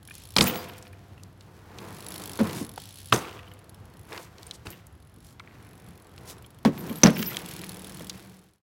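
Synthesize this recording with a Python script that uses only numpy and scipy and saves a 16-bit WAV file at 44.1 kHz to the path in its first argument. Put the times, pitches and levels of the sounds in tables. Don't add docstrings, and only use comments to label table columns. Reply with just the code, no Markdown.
import sys
import numpy as np
from scipy import signal
from scipy.fft import rfft, irfft
from scipy.io import wavfile
from scipy.ndimage import uniform_filter1d

SR = 44100
rng = np.random.default_rng(int(sys.argv[2]) if len(sys.argv) > 2 else 0)


def materialize(psi):
    bounded = np.clip(np.atleast_2d(psi).T, -1, 1)
    quanta = np.round(bounded * 32767).astype(np.int16)
    wavfile.write(sys.argv[1], SR, quanta)


N = 382347

# t/s, slap/dB, boom/dB, favoured f/Hz, boom hold/s, clatter/dB, clatter decay/s
RAMP_HITS = [(2.39, -32.5, -15.5, 541.7, 0.039, -23, .02), (2.401, -32, -4.5, 227, 0.043, -23.5, 0.015),
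             (2.601, -50, -20, 287, 0.056, -39.5, 0.029), (6.650, -21.5, -1, 215, 0.038, -15, 0.015),
             (6.671, -50.5, -11.5, 297, 0.037, -27, 0.016), (6.9, -56.5, -13.5, 257, 0.02, -40, 0.033),
             (7.0334, -9, -0.5, 190, 0.13, -11.5, 0.028), (7.06, -13.5, -6, 266, 0.14, -10.5, 0.019),
             (7.192, -35, -16, 230, .06, -42, 0.029)]
# f/Hz, level/dB, t60/s
RAMP_MODES = [(98, -16.5, 0.3), (145.6, -8, 0.35), (182.3, -3.5, 0.17), (219.1, -1, 0.16),
              (236.5, -9.5, 0.15), (284.5, -11, .16), (360, -9.5, 0.18), (450, -2, 0.11),
              (540.2, -7.5, 0.15), (703, -24, 0.11), (883, -18, .11), (1076, -7, 0.1)]
# f/Hz, level/dB
CLATTER_SPECTRUM = [(60, -12), (200, 2.5), (550, 0.5), (1100, -10), (1600, -12.5), (3000, -19.5),
                    (5500, -26), (8000, -33), (15000, -36)]
# t/s, thump/dB, favoured f/Hz, rattle/dB, rattle decay/s, wheel ring/dB
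LANDINGS = [(.364, -18.5, 220, -17, 0.02, -46), (.385, -11.5, 201, -19, 0.018, -52),
            (.409, -11.5, 176, -20.5, 0.049, -31.5), (3.124, -19, 378, -18.5, 0.029, -38),
            (3.139, -24, 130, -23.5, 0.034, -48), (4.655, -33.5, 74, -42, 0.028, -68.5),
            (5.168, -43.5, 241, -68, 0.0085, -83), (5.874, -32.5, 130.3, -57, .02, -81),
            (8.007, -37, 261.7, -38.5, 0.0088, -80)]
# f/Hz, level/dB, t60/s
BIKE_MODES = [(78, -1, 0.2), (103, -6.5, 0.19), (138.8, -4, 0.22), (174, 0.5, .2), (196, -5.5, .25),
              (240, -7.5, 0.34), (325.5, -6, 0.21), (451, -3, 0.18)]
# f/Hz, level/dB, t60/s
WHEEL_MODES = [(497, 0, 0.57), (505, 9.5, 1.1), (694, -1, 1.8), (721, -1.5, 1), (970, -7, .7),
               (1066, -5.5, 1.0), (1360, -5, 0.7), (1434, -3, 1.2), (2700, -8, .7), (4580, -7, .8),
               (5290, -12.5, .6)]
# f/Hz, level/dB
RATTLE_SPECTRUM = [(70, -1.5), (200, 3), (550, 3.5), (1200, -1), (1800, -6), (3200, -12.5), (6000, -15),
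                   (9000, -13.5), (15000, -21)]
# middle t/s, level/dB, f/Hz, half length/s
TYRE_BUMPS = [(.43, -20, 175, 0.015), (2.437, -28.5, 105, 0.024), (3.138, -18.5, 120, 0.015),
              (3.1472, -14, 370, .003), (4.676, -31, 85, 0.011)]

# start t/s, closest t/s, closest distance/m, speed/(m/s)
RIDES = [(0, 0.548, 1.14, 5), (1.2, 2.251, 0.63, 3.15), (4.85, 7.35, 0.93, 2.3)]
# start t/s, end t/s, casing/dB, tread/dB, grit/dB
ROLLS = [(.4, 1.3, -51, -58, -63), (1.39, 1.75, -55, -51.5, -59), (1.77, 2.655, -50, -48, -52),
         (3.12, 4.606, -53.5, -49, -60.5), (5.4, 6.42, -49.5, -50.5, -62.5),
         (6.71, 8.67, -44.5, -48, -49.5)]
# t/s, rise/s, decay/s, casing/dB, tread/dB, grit/dB
PRESSES = [(.52, .08, 0.12, -40, -35, -41), (1.84, 0.11, 0.13, -45, -44, -55),
           (2.47, 0.048, 0.098, -34.5, -35, -44), (2.59, 0.061, 0.026, -35.5, -46, -43),
           (3.22, .05, 0.12, -51, -41, -46.5), (4.169, 0.065, 0.051, -54, -40, -46.5),
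           (4.67, 0.016, 0.076, -46, -47, -49.5), (4.48, 0.14, 0.12, -65, -54.5, -57),
           (5.56, 0.1, .25, -57.5, -57, -64), (6.29, 0.088, 0.096, -62, -48, -57.5),
           (6.9, 0.15, 0.057, -37, -44, -68.5), (7.2, 0.041, 0.079, -34.5, -62, -40),
           (7.35, 0.043, .08, -55, -43.5, -43.5)]
# f/Hz, level/dB
CASING_SPECTRUM = [(50, -26), (120, -3), (190, 3), (250, -10.5), (320, -4), (450, -13.5), (900, -41)]
# f/Hz, level/dB
TREAD_SPECTRUM = [(180, -32), (300, -3), (368, -2.5), (493, -2.5), (553, -8.5), (716, -5), (789, -7),
                  (976, -6), (2500, -19.5), (3250, -37), (5500, -120)]
# f/Hz, level/dB
GRIT_SPECTRUM = [(700, -22.5), (1600, -0.5), (3000, -1.5), (5500, -5), (8000, -8.5), (11000, -10.5),
                 (15500, -11.5)]

# start t/s, end t/s, first rate/Hz, last rate/Hz, first level/dB, last level/dB
COASTS = [(0.029, 0.362, 42, 64, -37.5, -37.5), (0.642, 0.941, 22, 19.4, -42.5, -43),
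          (1.083, 1.702, 20.3, 21.5, -49, -55), (1.785, 2.108, 49, 51.4, -48.5, -35),
          (2.121, 2.65, 51.5, 51, -36, -37), (2.667, 3.111, 40.4, 78, -36, -32),
          (3.428, 3.75, 18.2, 20, -43, -33), (3.801, 3.948, 18.6, 30, -40, -37),
          (3.971, 4.249, 47, 64, -33.5, -34), (4.926, 5.34, 39, 52, -44.5, -35.5),
          (5.626, 6.261, 47, 41.4, -37.5, -44.5), (6.383, 6.64, 25, 23.5, -39.5, -42),
          (6.778, 7.44, 33.3, 35.7, -37.5, -37), (7.46, 8.1, 38.3, 40.6, -34.5, -33),
          (8.13, 8.6, 42, 42, -42, -36)]
# f/Hz, level/dB, t60/s
HUB_MODES = [(3326, -5.5, 0.017), (4320, -2, .03), (4540, -3, 0.024), (5380, 1, 0.02), (7770, -3, .025),
             (10580, -0.5, .028), (11000, -2, .028), (13400, -2, .025)]
# f/Hz, level/dB
PAWL_SPECTRUM = [(1180, -43), (2000, -16.5), (3040, -6), (3310, -2.5), (3770, -4), (4500, -8), (5780, -9),
                 (7770, -7.5), (9490, -7.5), (9830, -2.5), (11000, -2), (13400, -10.5), (15200, -7.5),
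                 (16000, -15)]

# t/s, level/dB, centre f/Hz, width/octaves, length/s
CLACKS = [(0.3638, -12.5, 3880, 0.72, 0.0044), (0.383, -14, 3300, 1.17, 0.0058),
          (0.408, -10.5, 3800, 1, 0.0053), (0.419, -25.5, 6500, 1.6, 0.013),
          (.4395, -24, 10000, 1.4, 0.0034), (0.456, -32.5, 3000, 4.2, 0.029),
          (2.776, -31.5, 700, 1.2, 0.0059), (3.1232, -11.5, 1192, 0.42, 0.0061),
          (3.1236, -17, 3080, 0.63, 0.0063), (3.135, -27, 6220, 0.11, 0.01),
          (3.159, -28, 4500, 0.98, 0.0043), (3.188, -39, 6250, 0.11, .005), (4.467, -43, 8860, .06, 0.0074),
          (4.532, -50, 5940, 1.5, 0.031), (4.667, -35.5, 1900, 2.4, 0.0052),
          (5.398, -41.5, 1235, 0.45, 0.0069), (7.034, -6.5, 5970, 0.14, 0.007),
          (7.069, -19.5, 4860, 0.41, 0.0028), (7.225, -33, 2800, 3.1, 0.0069),
          (7.257, -39, 5460, 0.17, 0.011), (7.295, -46, 1960, 0.12, 0.038)]
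# t/s, level/dB, f/Hz
CLINKS = [(0.086, -38.5, 2400), (0.1087, -32.5, 2480), (.4714, -24, 2570), (0.4798, -24, 2980),
          (.7467, -46, 2390), (.852, -43, 2470), (.9313, -39.5, 2446), (1.1775, -44.5, 2660),
          (1.1964, -50, 2730), (3.3253, -38.5, 2900), (3.3907, -32, 2640), (3.476, -42, 3080),
          (3.5148, -38, 2982), (4.7295, -36.5, 2860), (5.4022, -36.5, 2130), (6.4441, -41, 3200),
          (6.8952, -30.5, 3150), (7.227, -24, 2230), (7.3208, -30, 1940), (7.344, -27.5, 3280)]
# f/(clink's pitch), level/dB, t60/s
CLINK_MODES = [(1, 0, .016), (.99, -3, .015), (.75, -3, .015), (4.2, -16, .04)]
# t/s, level/dB, centre f/Hz, decay/s
DRY_RATTLES = [(.46, -37, 2380, 0.12), (3.2, -44.5, 2540, 0.14), (4.11, -44.5, 1900, .08),
               (4.69, -56, 2220, .08), (5.42, -56, 1898, 0.38), (7.16, -39.5, 2400, .18)]
# t/s, level/dB, centre f/Hz, t60/s
TICKS = [(0.1524, -29.5, 7740, .025), (0.558, -22, 2800, .021), (.6974, -33, 2010, .025),
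         (0.7358, -38, 2950, .029), (0.782, -31, 10200, 0.032), (.8255, -34, 5800, 0.029),
         (.8688, -35, 2300, .027), (1.235, -30, 6000, .008), (1.4086, -38, 3350, 0.029),
         (1.7859, -27.5, 3016, 0.024), (2.12, -29, 6000, .015), (2.238, -27, 6000, .015),
         (2.334, -27, 6000, .015), (2.496, -26, 2710, .025), (2.777, -30.5, 3000, .028),
         (4.129, -27.5, 3040, .018), (4.1771, -22.5, 2566, 0.019), (4.3832, -34, 4030, 0.028),
         (4.4305, -30.5, 5000, .012), (4.4672, -34, 8780, .015), (4.5109, -19.5, 3600, 0.019),
         (4.704, -27.5, 12300, 0.025), (4.8684, -36, 9000, 0.021), (5.3967, -31.5, 2130, 0.027),
         (6.179, -35, 3350, .02), (6.777, -29, 1831, .045), (6.8758, -35.5, 3100, .025),
         (7.098, -20.5, 1828, 0.027), (7.227, -19, 3300, .025), (7.369, -14, 3593, 0.01),
         (7.6367, -27, 1890, .025), (8.0971, -16, 3900, .034)]
# t/s, level/dB, length/s, favoured f/Hz
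DISC_RUBS = [(0.465, -24, 0.031, 14900), (0.528, -39, 0.061, 15850), (0.56, -40, 0.04, 12550),
             (.575, -43, .04, 4830), (0.68, -48, 0.033, 12230), (4.702, -48, 0.036, 12700),
             (6.777, -41, 0.038, 12700), (6.866, -44.5, 0.068, 12200), (6.954, -42, 0.043, 12240),
             (7.134, -43, 0.042, 5360), (7.169, -35, 0.095, 14860), (7.257, -26, 0.04, 12300),
             (7.33, -46, 0.076, 13500), (7.474, -47, 0.041, 12190)]
# f/Hz, level/dB
DISC_MODES = [(4810, -6.5), (5360, -11), (10869, -12.5), (12150, 2), (12560, -5), (12900, -9.5),
              (14720, -9), (15500, -11.5), (15720, -5.5)]
# middle t/s, level/dB, half length/s
SCUFFS = [(2.584, -41.5, 0.052), (4.225, -53.5, 0.047), (5.28, -59, 0.056), (6.3, -41.5, 0.028)]
# take-off t/s, touch-down t/s, level/dB
FLIGHTS = [(0.105, 0.383, -57.5), (2.758, 3.16, -54)]

# f/Hz, level/dB
TRAFFIC_SPECTRUM = [(15, -51.5), (25, -21.5), (74, 0), (108, 0), (229, -10.5), (427, -17.5), (607, -20),
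                    (734, -20), (1840, -26.5), (2280, -31), (3340, -33), (9570, -45.5), (11300, -41),
                    (14800, -49), (16000, -49)]
# f/Hz, level/dB
ECHO_SPECTRUM = [(80, -6), (300, -1), (1400, 1), (4000, -7.5), (14000, -19)]


def ramp():
    out, t = np.zeros(N), clock(.5)
    start_hz, sweep_s = 6500, .001618
    cycles = start_hz * sweep_s * t / (t + sweep_s)
    slap = np.sin(2 * np.pi * cycles) * np.exp(-t / .0085)
    for s, slap_db, boom_db, hz, hold, clatter_db, decay in RAMP_HITS:
        damping = np.exp(-(t / hold) ** 2) + undb(-9.5)
        boom = ring(RAMP_MODES, t, favour(RAMP_MODES, hz, octaves=.2)) * swell(t, rise=.011) * damping
        clatter = colour(grains(len(t), per_s=4000, spread_db=2) * np.exp(-t / decay), CLATTER_SPECTRUM)
        add(out, s, undb(slap_db) * slap + undb(boom_db) * boom + undb(clatter_db) * clatter)
    return out


def landings():
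    out, t = np.zeros(N), clock(.99)
    for s, thump_db, hz, rattle_db, decay, ring_db in LANDINGS:
        thump = ring(BIKE_MODES, t, favour(BIKE_MODES, hz, octaves=.77)) * swell(t, rise=.0046)
        rattle = colour(grains(len(t), per_s=3000, spread_db=3.5) * np.exp(-t / decay), RATTLE_SPECTRUM)
        spokes = ring(WHEEL_MODES, t)
        add(out, s, undb(thump_db) * thump + undb(rattle_db) * rattle + undb(ring_db) * spokes)
    return out


def tyre_bumps():
    out, t = np.zeros(N), clock(.16) - .08
    for s, db, hz, half_length in TYRE_BUMPS:
        push = np.cos(2 * np.pi * hz * t) * np.exp(-(t / half_length) ** 2)
        add(out, s + t[0], undb(db) * push)
    return out


def rolling_tyres():
    casing_gain, tread_gain, grit_gain = tyre_gains()
    casing = colour(rng.standard_normal(N), CASING_SPECTRUM) * casing_gain * undb(2 * wander(25))
    tread = colour(grains(N, per_s=5000, spread_db=4), TREAD_SPECTRUM)
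    tread *= tread_gain * undb(1.4 * wander(40))
    sand = grains(N, per_s=5100, spread_db=5)
    pebbles = undb(-7.5) * grains(N, per_s=60, spread_db=3.5)
    grit = colour(sand + pebbles, GRIT_SPECTRUM) * grit_gain * undb(1.3 * wander(60))
    tread_hum = hum(hz=189, db=-49.5) * during(7.35, 8.55, edge=.29)
    return casing + tread + grit + tread_hum


def tyre_gains():
    t = np.arange(N) / SR
    nearness = bike_distance() ** -.76
    power = np.zeros((3, N))
    for start, end, *levels_db in ROLLS:
        power += np.outer(undb(levels_db), nearness * during(start, end, edge=.08)) ** 2
    for s, rise, decay, *levels_db in PRESSES:
        load = np.exp(-(np.minimum(t - s, 0) / rise) ** 2 - np.maximum(t - s, 0) / decay)
        power += np.outer(undb(levels_db), load + 1e-9) ** 2
    return np.sqrt(power)


def bike_distance():
    t, metres = np.arange(N) / SR, np.ones(N)
    for start, closest_s, closest_m, speed in RIDES:
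        metres = np.where(t >= start, np.hypot(closest_m, speed * (t - closest_s)), metres)
    return uniform_filter1d(metres, size=SR // 5)


def freewheel():
    out, t = np.zeros(N), clock(.03)
    decay = np.exp(-t / .0022) + undb(-13) * np.exp(-t / .0065)
    for s, gain in pawl_drops():
        hub = ring(HUB_MODES, t, weights=undb(5.8 * rng.standard_normal(len(HUB_MODES))))
        click = rng.standard_normal(len(t)) * decay + undb(-2.5) * hub
        uneven_s = s + .0007 * rng.standard_normal()
        uneven_gain = gain * undb(2.4 * rng.standard_normal())
        add(out, uneven_s, uneven_gain * click)
    return undb(-2.5) * colour(out, PAWL_SPECTRUM)


def pawl_drops():
    metres = bike_distance()
    for start, end, first_rate, last_rate, first_db, last_db in COASTS:
        s = start
        while s < min(end, (N - 1) / SR):
            db = np.interp(s, [start, end], [first_db, last_db])
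            yield s, undb(db) / metres[int(s * SR)]
            s += 1 / np.interp(s, [start, end], [first_rate, last_rate])


def clacks():
    out, t = np.zeros(N), clock(.11)
    for s, db, hz, octaves, length in CLACKS:
        contact = np.exp(-(2 * t / length - 1.1) ** 4) * swell(t, rise=.0006)
        shape = contact + undb(-24) * np.exp(-t / .022) * swell(t, rise=length)
        noise = band(rng.standard_normal(2 * len(t)), hz, octaves, order=2)
        chatter = noise[len(t):] * shape
        crack = band(rng.standard_normal(len(t)), hz=1400, octaves=1.7) * shape
        clack = unit(chatter) + undb(-13) * unit(crack)
        add(out, s, undb(db) * np.sqrt(length / t[-1]) * clack)
    return out


def clinks():
    out, t = np.zeros(N), clock(.08)
    for s, db, hz in CLINKS:
        link = ring([(hz * ratio, mode_db, t60) for ratio, mode_db, t60 in CLINK_MODES], t)
        chatter = rng.standard_normal(len(t)) * np.exp(-t / .0035)
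        clink = signal.fftconvolve(link, chatter)[:len(t)]
        add(out, s, undb(db + .5) * clink / np.abs(clink).max())
    return out


def dry_rattles():
    out, t = np.zeros(N), clock(.8)
    for s, db, hz, decay in DRY_RATTLES:
        contacts = np.abs(grains(len(t), per_s=170, spread_db=2))
        bursts = signal.fftconvolve(contacts, np.exp(-t / .0018))[:len(t)]
        rattle = band(bursts * rng.standard_normal(len(t)), hz, octaves=.86, order=2)
        add(out, s, undb(db) * unit(rattle) * np.exp(-t / decay))
    return out


def ticks():
    out, t = np.zeros(N), clock(.1)
    for s, db, hz, t60 in TICKS:
        snap = band(rng.standard_normal(len(t)) * np.exp(-t / .0011), hz, octaves=2, order=2)
        tail = band(rng.standard_normal(len(t)) * die_away(t, t60), hz, octaves=.8, order=2)
        tick = unit(snap) + undb(-.5) * unit(tail)
        add(out, s, undb(db) * tick / np.abs(tick).max())
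    return out


def brake_disc():
    out, t = np.zeros(N), clock(.3)
    for s, db, length, favoured_hz in DISC_RUBS:
        song = np.zeros(len(t))
        for weight, (hz, mode_db) in zip(favour(DISC_MODES, favoured_hz, octaves=.05), DISC_MODES):
            flutter = 1 + .48 * wander(130, size=len(t))
            song += weight * undb(mode_db) * flutter * tone(hz + 55 * wander(200, size=len(t)))
        shape = swell(t, rise=.0073) * np.exp(-(t / length) ** 2)
        add(out, s, undb(db) * unit(song) * shape)
    return out


def tyre_scuffs():
    t = np.arange(N) / SR
    drag = sum(undb(db) * np.exp(-((t - s) / half_length) ** 2) for s, db, half_length in SCUFFS)
    hiss = band(grains(N, per_s=7000, spread_db=4.5), hz=5500, octaves=1.9)
    return drag * unit(hiss)


def wheel_whirr():
    flying = sum(undb(db) * during(start, end, edge=.12) for start, end, db in FLIGHTS)
    flutter = undb(4.1 * wander(20))
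    return flying * flutter * unit(band(rng.standard_normal(N), hz=3600, octaves=1.3))


def street_echo(x, echo_db, t60):
    t = clock(1.2)
    echoes = grains(len(t), per_s=2500, spread_db=1.5) * swell(t, rise=.035) * die_away(t, t60)
    tail = colour(echoes / np.linalg.norm(echoes), ECHO_SPECTRUM)
    return x + undb(echo_db) * signal.fftconvolve(x, tail)[:N]


def far_traffic():
    rumble = colour(rng.standard_normal(N), TRAFFIC_SPECTRUM) * undb(-49 + .8 * wander(.59) + wander(10))
    engine = hum(hz=96.2, db=-52.5) * during(-1, 4.15, edge=.31)
    return rumble + engine


def undb(db):
    return 10 ** (np.asarray(db) / 20)


def unit(x):
    return x / np.sqrt(np.mean(x ** 2) + 1e-18)


def clock(seconds):
    return np.arange(int(seconds * SR)) / SR


def add(out, s, sound):
    i = max(int(s * SR), 0)
    out[i:i + len(sound)] += sound[:max(N - i, 0)]


def colour(x, spectrum, size=2048):
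    hz, db = np.transpose(spectrum)
    grid_hz = np.arange(size + 1) * SR / (2 * size)
    log_gain = np.log(undb(np.interp(np.log(grid_hz + 1), np.log(hz), db)))
    cepstrum = irfft(log_gain)[:size]
    response = irfft(np.exp(rfft(2 * cepstrum, 2 * size)))[:size]
    return signal.oaconvolve(x, response / np.linalg.norm(response))[:len(x)]


def band(x, hz, octaves, order=1):
    edges = np.minimum(hz * 2 ** (np.array([-.5, .5]) * octaves), [.4 * SR, .45 * SR])
    return signal.sosfilt(signal.butter(order, edges, "band", fs=SR, output="sos"), x)


def wander(per_s, size=N):
    steps = np.arange(size) * per_s / SR
    count = int(steps[-1]) + 2
    return np.interp(steps, np.arange(count), rng.standard_normal(count))


def grains(size, per_s, spread_db):
    strength = undb(spread_db * np.minimum(rng.exponential(size=size), 4))
    hits = rng.random(size) < per_s / SR
    return unit(hits * rng.choice([-1, 1], size) * strength)


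def ring(modes, t, weights=1):
    hz, db, t60 = np.transpose(modes)
    hz = hz * (1 + .004 * rng.standard_normal(len(hz)))
    gain = undb(db) * weights
    tones = np.sin(2 * np.pi * hz[:, None] * t) * die_away(t, t60[:, None])
    return gain / np.linalg.norm(gain) @ tones


def favour(modes, hz, octaves):
    octaves_away = np.log2(np.transpose(modes)[0] / hz)
    return 1 / (1 + (octaves_away / octaves) ** 2) + undb(-19)


def tone(hz):
    return np.sin(2 * np.pi * np.cumsum(hz) / SR)


def hum(hz, db):
    return unit(tone(hz * (1 + .021 * wander(15)))) * undb(db + 3 * wander(17))


def swell(t, rise):
    return 1 - np.exp(-(t / rise) ** 2)


def die_away(t, t60):
    return np.exp(-np.log(1000) * t / t60)


def during(start, end, edge):
    t = np.arange(N) / SR
    return np.clip(np.minimum(t - start, end - t) / edge + .5, 0, 1)


def scene():
    impacts = ramp() + landings() + tyre_bumps()
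    small_sounds = clacks() + clinks() + dry_rattles() + ticks() + brake_disc()
    wheels = rolling_tyres() + wheel_whirr() + tyre_scuffs()
    traffic = far_traffic()
    bike = impacts + small_sounds + wheels + freewheel()
    return (street_echo(bike, echo_db=-28, t60=.9) + traffic)[None]


def record(dry):
    bottom_hz, top_hz, gain_db, fade_span_s = 38, 16000, -1.5, [8.17, 8.624]
    lean = signal.sosfilt(signal.butter(2, bottom_hz, "high", fs=SR, output="sos"), dry)
    fade = np.interp(np.arange(N) / SR, fade_span_s, [1, 0]) ** 1.27
    faded = np.clip(lean, -1, 1) * undb(gain_db) * fade
    return signal.sosfilt(signal.ellip(8, .2, 70, top_hz, fs=SR, output="sos"), faded)


dry = scene()
out = record(dry)
materialize(out)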